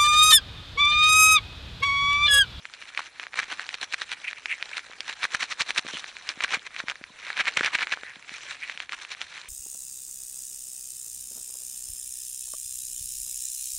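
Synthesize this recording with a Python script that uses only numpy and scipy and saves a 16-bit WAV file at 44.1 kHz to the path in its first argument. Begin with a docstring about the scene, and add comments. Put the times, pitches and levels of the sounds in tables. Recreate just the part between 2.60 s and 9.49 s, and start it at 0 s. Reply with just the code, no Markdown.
"""Crunches and sharp snaps come from a heat pack kneaded between two hands, on a frozen lake with no echo.
At each squeeze the granules inside slip against one another and creases of the wrapper snap through.
In between, the wrapper rubs on the fingers and the pouch gives soft thumps; now and then
stick-slip friction makes a taut panel squeak. The sharpest snaps overload the microphone."""
import sys
import numpy as np
from scipy import signal
from scipy.io import wavfile

SR = 44100
rng = np.random.default_rng(int(sys.argv[2]) if len(sys.argv) > 2 else 0)


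def transcribe(u):
    """Save the signal u as a 16-bit wav file named by the first command-line argument.

    u: samples, shape (n,) or (channels, n), limited to [-1, 1]; the rate is SR.
    q: integer samples, one column per channel.
    """
    v = np.clip(np.atleast_2d(u).T, -1, 1)
    q = np.round(v * 32767).astype(np.int16)
    wavfile.write(sys.argv[1], SR, q)


N = 303657
TIME = np.arange(N) / SR

# Levels are relative: each source applies its own gain.
# spectra of the open air, the wrapper's friction and the granules: f/Hz, spectral density level/dB
AIR_SPECTRUM = [(25, -4), (60, -3), (200, -9), (600, -6), (2000, -25), (6000, -33.5), (10500, -17)]
FRICTION_SPECTRUM = [(40, -38.5), (200, -19.5), (550, -11), (900, -7), (1650, -5), (2250, -3.5), (3000, -7),
                     (3900, -7.5), (5000, -14), (6200, -13.5), (8000, -18.5), (10500, -31)]
CRUNCH_SPECTRUM = [(40, -32), (200, -22), (600, -12.5), (1000, -5.5), (1650, -2), (2350, -0.5), (3000, -8),
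                   (3900, -4.5), (4900, -23), (5800, -13.5), (8000, -21.5), (10500, -30.5)]
# stereo width of the noise: f/Hz, side level relative to mid/dB
STEREO_WIDTH = [(40, -7.5), (250, -5.5), (1000, -17.5), (2300, -25), (4000, -15.5), (6000, -11.5),
                (9000, -4)]
# hollow lower middle and crisp treble, each against the ring of the wrapper: t/s, level/dB
HOLLOWNESS = [(0, -11), (.4, -2.5), (1.2, 5.5), (1.7, -12.5), (2.2, -2.5), (3.2, 6), (3.9, -0.5),
              (4.3, -0.5), (4.85, -4), (5.35, -3.5), (5.85, -11), (6.35, 4), (6.89, -9)]
CRISPNESS = [(0, 1.5), (.79, -1), (1.25, 6.5), (1.7, -5), (2.2, 2), (2.65, 3), (3.18, 9), (3.5, 9),
             (3.85, -1.5), (4.3, 0.5), (4.8, -7), (5.3, -4), (5.85, 0), (6.05, -1.5), (6.35, 6.5),
             (6.89, -1)]
# the wrapper sliding on the fingers: t/s, level/dB
RUB_LEVELS = [(0,-52.5), (.35,-52), (.7,-56.5), (1.06,-45.5), (1.19,-52), (1.62,-47), (1.82,-50),
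              (2.06,-46), (2.3,-49.5), (3.2,-51.5), (3.6,-48), (4.03,-50.5), (4.5,-53), (5,-39.5),
              (5.4,-48.5), (5.64,-51.5), (5.84,-41), (6.26,-61.5), (6.89,-47.5)]
# soft low thumps of the pouch; at 4.972 s, a low bump as a loud snap overloads the microphone:
# t/s, level/dB, f/Hz
THUMPS = [(0.883, -40, 350), (2.299, -35, 467), (2.401, -39, 382), (3.19, -26, 238), (3.25, -26.5, 312),
          (3.263, -29, 284), (3.338, -25.5, 287), (3.35, -28, 220), (3.775, -30.5, 240),
          (3.972, -27.5, 230), (4.239, -27, 252), (4.414, -29.5, 260), (4.504, -37, 214), (4.972, -22, 133),
          (5.01, -15, 379.7), (5.373, -33, 595), (5.434, -33, 452), (5.567, -35.5, 220),
          (5.718, -33.5, 235), (6.152, -41.5, 210)]
# a fingertip slipping on a taut panel: t/s, level/dB, f/Hz, time from peak to 20 dB down/ms
SQUEAKS = [(1.649, -31, 2240, 15), (1.683, -23, 2380, 11.4), (1.778, -39, 2360, 20), (1.918, -24, 2260, 39),
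           (2.135, -33, 2300, 8.3), (2.809, -24.5, 2241, 10), (3.352, -37, 3080, 53),
           (5.475, -41, 1820, 83), (6.038, -31, 2238, 27)]
# resonances of the filled pouch: f/Hz, bandwidth/Hz, level relative to the direct sound/dB
PACK_MODES = [(1700, 490, -8), (2380, 180, -4.5), (4040, 750, -15), (5790, 300, -7.5)]
# squeezes, timed at the tightest grip: t/s, level/dB, duration/ms
SQUEEZES = [(0.146,-44.5,50), (0.222,-43.5,117), (0.292,-40.5,48), (0.398,-38,130), (0.461,-42,96),
            (0.62,-41.5,170), (0.793,-26.5,68), (0.826,-34.5,92), (0.924,-34,94), (1.012,-36.5,100),
            (1.146,-30.5,29), (1.233,-34,77), (1.338,-30,41), (1.42,-29.5,66), (1.527,-29.5,61),
            (1.704,-38.5,83), (2.179,-34.5,93), (2.495,-32,68), (2.528,-34.5,41), (2.643,-28,70),
            (2.751,-26,68), (2.833,-27.5,83), (2.921,-29,62), (3.015,-24.5,58), (3.101,-30,72),
            (3.183,-24,51), (3.295,-37,74), (3.37,-39,240), (3.487,-40,84), (3.702,-35,97), (3.84,-27.5,75),
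            (3.941,-25.5,100), (4.07,-35,41), (4.194,-38,123), (4.305,-34.5,65), (4.682,-37.5,210),
            (4.802,-20,66), (4.884,-22.5,52), (4.974,-20,15.4), (4.995,-21,27), (5.064,-26.5,99),
            (5.153,-17.5,32.5), (5.224,-24.5,68), (5.331,-25,55), (5.742,-38.5,145), (5.921,-36.5,113),
            (6.108,-39.5,205), (6.224,-42,140), (6.335,-34.5,64), (6.432,-37.5,130), (6.526,-34.5,74),
            (6.623,-37.5,112), (6.775,-41,270)]
# the larger creases snapping through: t/s, level/dB, f/Hz
LARGE_SNAPS = [(0.0542,-17.5,2000), (0.1379,-20,3200), (0.2239,-24,2160), (0.349,-22.5,2130),
               (0.3755,-8,2230), (0.379,-16.5,1850), (0.3923,-13,1210), (0.405,-19,1500), (0.5979,-14,2260),
               (0.6375,-20,2250), (0.668,-19,1730), (0.7339,-22,1980), (0.7417,-16.5,1880), (0.791,-5,2040),
               (0.794,-11,1820), (0.7997,-11.5,1690), (0.831,-14.5,2090), (0.9956,-13.5,1700),
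               (1.0665,-21.5,3600), (1.091,-11.5,2550), (1.1428,-12,2380), (1.229,-16,2340),
               (1.3255,-14,2700), (1.3428,-6.5,2000), (1.4183,-10.5,2270), (1.5344,-20.5,2500),
               (1.7117,-22,2180), (1.7305,-17,1900), (1.8579,-9.5,2300), (2.0263,-10,2270),
               (2.1699,-10.5,2500), (2.1933,-20,1940), (2.3155,-25,1610), (2.334,-25,1970),
               (2.4061,-9.5,3240), (2.497,-14,2520), (2.6314,-9,2100), (2.6526,-6,1670), (2.748,0,1560),
               (2.828,-10,2300), (2.9254,-11.5,2860), (3.0082,-4.5,2310), (3.0165,-7,3094),
               (3.0195,-7,3620), (3.1064,-5,2200), (3.162,-15,1850), (3.1787,-6,2470), (3.1823,-1.5,3300),
               (3.1932,-9,2550), (3.2672,-18.5,1980), (3.2856,-20.5,1720), (3.3707,-16.5,2100),
               (3.443,-16,2020), (3.5677,-19.5,2280), (3.6908,-4.5,3400), (3.8059,-11,1930),
               (3.8089,-12,2250), (3.845,-7,1870), (3.9457,-9,2400), (4.1641,-15,2280), (4.2021,-13,1750),
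               (4.2841,-10,1880), (4.2916,-18,2300), (4.2988,-9.5,2680), (4.3044,-25,2300),
               (4.3189,-17.5,1616), (4.4399,-19,2100), (4.7033,-11,1740), (4.7695,-14.5,2370),
               (4.8558,-14,2478), (4.9712,-1,2300), (5.0093,-6.5,1550), (5.0331,-9.5,1891),
               (5.037,-10,2032), (5.0466,-5.5,2340), (5.0614,-6,2980), (5.15,-14,2580), (5.1519,-4.5,1780),
               (5.1872,-14,2240), (5.1925,-13,1770), (5.2093,-12,2020), (5.2711,-12.5,1880),
               (5.321,-9.5,2348), (5.3734,-22.5,1294), (5.4343,-18.5,1750), (5.6935,-19.5,2310),
               (6.0976,-14,2057), (6.1757,-16,2640), (6.2026,-12,2370), (6.2939,-18.5,2210),
               (6.3222,-14,2515), (6.45,-19,2470), (6.5227,-23,3504), (6.6156,-11,2710), (6.549,-23,2100),
               (6.8156,-23.5,3280)]
BAND_EDGES_HZ = np.r_[np.geomspace(22, 700, 8), np.geomspace(900, 11500, 14)]


def from_db(db):
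    return 10 ** (np.asarray(db) / 20)


def unit_rms(x):
    return x / np.sqrt(np.mean(x ** 2) + 1e-20)


def at_hz(points, hz):
    """Interpolation of a spectrum on a logarithmic frequency axis."""
    f, value = np.transpose(points)
    return np.interp(np.log(hz), np.log(f), value)


def butter(x, hz, kind, order=2):
    return signal.sosfilt(signal.butter(order, hz, kind, fs=SR, output="sos"), x + 1e-18)


def add(track, s, sound):
    """Superposition of a short sound on the track, starting at time s."""
    start = max(int(s * SR), 0)
    track[..., start:start + sound.shape[-1]] += sound[..., :N - start]


def drift(knots_per_s):
    """Random modulation of unit rms: straight lines between Gaussian values."""
    knots = rng.standard_normal(int(N / SR * knots_per_s) + 2)
    return unit_rms(np.interp(TIME * knots_per_s, np.arange(len(knots)), knots))


def impulses(per_s, spread_db):
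    """A Poisson process of clicks, their levels in dB exponentially distributed."""
    return (rng.random(N) < per_s / SR) * from_db(spread_db * np.minimum(rng.exponential(1, N), 4))


def pulse(t, hz, cycles):
    """A heavily damped oscillation whose envelope peaks at 1 after `cycles` periods."""
    age = np.maximum(t, 0) * hz / cycles
    return age * np.exp(1 - age) * np.sin(2 * np.pi * hz * t)


def shaped_noise(excitation, spectrum, flicker_db, gain_at=lambda hz: 1):
    """Source and filter: each click excites each band at random; stereo, rms near 1 before gain_at."""
    out, power = np.zeros((2, N)), 0
    for low, high in zip(BAND_EDGES_HZ, BAND_EDGES_HZ[1:]):
        hz = np.sqrt(low * high)
        mid, side = unit_rms(butter(excitation * rng.standard_normal((2, N)), [low, high], "band"))
        stereo = mid + from_db(at_hz(STEREO_WIDTH, hz)) * side * [[1], [-1]]
        gain = from_db(at_hz(spectrum, hz)) * np.sqrt(high - low)
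        flicker = unit_rms(from_db(flicker_db * drift(60)))
        out += gain * gain_at(hz) * flicker * stereo
        power += gain ** 2
    return out / np.sqrt(power)


def shifting_colour(level, depth=1, hollow_hz=1200, ring_hz=2200, crisp_hz=4200):
    """Spectral envelope, as gain over time at any frequency: three zones share the power of `level`."""
    hollow_db = np.interp(TIME, *np.transpose(HOLLOWNESS))
    crisp_db = np.interp(TIME, *np.transpose(CRISPNESS))
    colour = from_db([hollow_db, np.zeros(N), crisp_db]) ** depth
    zones = level * colour / np.sqrt(np.average(colour ** 2, axis=0, weights=[1, 2, 1]))
    log_centres = np.log([hollow_hz, ring_hz, crisp_hz])
    return lambda hz: np.dot([np.interp(np.log(hz), log_centres, row) for row in np.eye(3)], zones)


def open_air():
    """Ambient noise: almost still air gives a faint, continuous broadband floor."""
    return from_db(-66) * shaped_noise(np.ones(N), AIR_SPECTRUM, flicker_db=3.5)


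def slide_envelope(rest_db=-3, delay_share=0.47, rest_half_s=0.0097):
    """Friction needs motion: its amplitude dips as the fingers rest after each squeeze."""
    rest_times = [s + delay_share * length_ms / 1000 for s, _, length_ms in SQUEEZES]
    resting = np.max([np.exp(-((TIME - s) / rest_half_s) ** 2) for s in rest_times], axis=0)
    return from_db(np.interp(TIME, *np.transpose(RUB_LEVELS)) + rest_db * resting)


def rubbing(level):
    """Sliding friction: dense tiny contacts of the wrapper merge into a hiss; stray granules tick."""
    contacts = impulses(per_s=12000, spread_db=0)
    colour = shifting_colour(level, depth=.35)
    friction = shaped_noise(contacts, FRICTION_SPECTRUM, flicker_db=3.5, gain_at=colour)
    ticks = shaped_noise(impulses(per_s=70, spread_db=2.5), CRUNCH_SPECTRUM, flicker_db=2.5)
    return from_db(-2) * friction + from_db(-3) * level * ticks


def low_thumps(press_db=-17.5, press_hz=220, hollow_hz=500):
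    """Damped transients: soft pouch thumps, also at every squeeze, and one microphone overload bump."""
    out, t = np.zeros(N), np.arange(2048) / SR
    presses = [(s, level_db + press_db, press_hz) for s, level_db, _ in SQUEEZES]
    hollow = from_db(-9) * pulse(t, hollow_hz, cycles=0.5)
    for s, level_db, hz in THUMPS + presses:
        add(out, s - .001, from_db(level_db) * (pulse(t, hz, cycles=0.22) + hollow))
    return from_db(-6) * butter(out, 160, "high")


def panel_squeaks(relative_bandwidth=0.16):
    """Stick-slip excitation: quick slips of a fingertip keep one resonance of a taut panel ringing."""
    out = np.zeros(N)
    for s, level_db, hz, fade_ms in SQUEAKS:
        slips = impulses(per_s=2500, spread_db=-3.5) * rng.standard_normal(N)
        half_width = hz * relative_bandwidth / 2
        ringing = butter(slips, [hz - half_width, hz + half_width], "band", order=1)
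        ringing = unit_rms(butter(ringing, [hz / np.sqrt(2), hz * np.sqrt(2)], "band", order=1))
        hiss = from_db(-20) * unit_rms(butter(slips, [3000, 9000], "band", order=1))
        swell = from_db(-20 * np.abs(1000 * (TIME - s) / fade_ms) ** 1.4)
        out += from_db(level_db) * swell * (ringing + hiss)
    return out


def pack_resonance(direct):
    """Modal response: the filled pouch rings on for a few milliseconds at its natural frequencies."""
    return direct + sum(
        from_db(level_db) * butter(direct, [hz - width / 2, hz + width / 2], "band", order=1)
        for hz, width, level_db in PACK_MODES)


def squeeze_envelope(tighten_share=.66, tighten_curve=1.08, release_curve=1.5):
    """Incoherent addition: squeezes swell, fade and sum in power to give the crunch its amplitude."""
    power = np.full(N, 1e-12)
    for s, level_db, length_ms in SQUEEZES:
        progress = 1000 * (TIME - s) / length_ms
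        away = np.maximum(-progress / tighten_share, progress / (1 - tighten_share))   # 1 at 20 dB down
        near = away < 2
        curve = np.where(progress[near] < 0, tighten_curve, release_curve)   # higher gives a rounder top
        power[near] += from_db(level_db - 20 * away[near] ** curve) ** 2
    return np.sqrt(power)


def granule_crunch(level, full_grip_db=-24, jerk_db=3.5, sizzle_hz=(4500, 8000)):
    """Granular friction: granules give way in jerks, faster and louder as the grip tightens."""
    grip = np.clip(level / from_db(full_grip_db), 0, 1)
    slips_per_s = 2500 + 3500 * grip
    slips = impulses(slips_per_s, spread_db=2.5) / np.sqrt(slips_per_s)
    slips *= from_db(jerk_db * drift(300))
    colour = shifting_colour(level)
    sizzle_db = 2.5 - 5 * grip   # firm fingers damp the top treble

    def gain_at(hz):
        return colour(hz) * from_db(sizzle_db * np.interp(hz, sizzle_hz, [0, 1]))

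    return from_db(-0.93) * shaped_noise(slips, CRUNCH_SPECTRUM, flicker_db=1.65, gain_at=gain_at)


def wrinkles(level):
    """Small-scale buckling: wrinkles of the wrapper flip one by one, dry and thin, with the squeeze."""
    flips = impulses(per_s=260, spread_db=2) * rng.choice([-1, 1], N)
    return from_db(-9) * level * unit_rms(butter(flips, [1400, 3400], "band"))


def small_snaps(level, easy_grip_db=-42, above_level_db=12.5, centre_hz=2030):
    """Poisson events, as rows like LARGE_SNAPS: lesser creases flip more often and harder under load."""
    per_s = 26 * (level / from_db(easy_grip_db)) ** .6
    onsets = np.flatnonzero(rng.random(N) < per_s / SR)
    size, pitch = rng.standard_normal((2, N))[:, onsets]
    level_db = 20 * np.log10(level[onsets]) + above_level_db + 3 * size
    return list(zip(TIME[onsets], level_db, centre_hz * 2 ** (.25 * pitch)))


def crease_snaps(snaps, crack_hz=4100, tick_hz=6500, crack_delay_s=.0002, rattle_t60_s=0.025):
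    """Snap-through buckling: a crease flips, the wrapper rings and cracks, and the filling rattles."""
    out, t = np.zeros((2, N)), np.arange(1024) / SR
    crack_t = t - crack_delay_s
    for s, level_db, hz in snaps:
        ring_scatter, level_scatter, pitch_scatter, polarity = rng.standard_normal(4)
        ring = pulse(t, hz, cycles=0.47 * from_db(1.6 * ring_scatter))
        stiffness_db = 9 * np.log2(hz / 2200)   # stiffer creases crack more brightly
        crack_db = -10 + stiffness_db + 2 * level_scatter
        crack = from_db(crack_db) * pulse(crack_t, crack_hz * from_db(pitch_scatter), cycles=0.95)
        tick_db = -19 + stiffness_db + 1.5 * rng.standard_normal((2, 1))   # one level for each channel
        tick = from_db(tick_db) * pulse(crack_t, tick_hz, cycles=0.92)
        rattle = unit_rms(butter(rng.standard_normal(len(t)), [hz / 2, hz * 2], "band"))
        rattle *= from_db(-21 - 60 * t / rattle_t60_s)
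        snap = np.sign(polarity) * from_db(level_db) * (ring + crack + tick + rattle)
        add(out, s - crack_delay_s, snap)
    return from_db(-3.17) * butter(butter(out, 480, "high"), 8500, "low")


def scene():
    """Free-field superposition: the pack sounds straight ahead, with no walls to reflect it."""
    squeeze, slide = squeeze_envelope(), slide_envelope()
    air = open_air()
    handling = granule_crunch(squeeze) + wrinkles(squeeze) + rubbing(slide)
    squeaks_and_thumps = panel_squeaks() + low_thumps()
    snaps = crease_snaps(LARGE_SNAPS + small_snaps(np.hypot(squeeze, slide)))
    pack = from_db(-0.67) * pack_resonance(handling + snaps) + squeaks_and_thumps
    return air + pack * from_db([[-.2], [.2]])


def record(dry, ceiling=.275, knee=5, asymmetry=0.19, cutoff_hz=10700):
    """Nonlinear saturation: the microphone flattens the loudest peaks; a low-pass then cuts the treble."""
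    clipped = dry / (1 + np.abs(dry / ceiling) ** knee) ** (1 / knee)
    low_bump = asymmetry * butter(clipped ** 2, 25, "high", order=1)   # one polarity flattens more
    low_pass = signal.firwin(255, cutoff_hz, window=("kaiser", 8), fs=SR)
    return signal.fftconvolve(clipped + low_bump, low_pass[None], "same")


dry = scene()
out = record(dry)
transcribe(out)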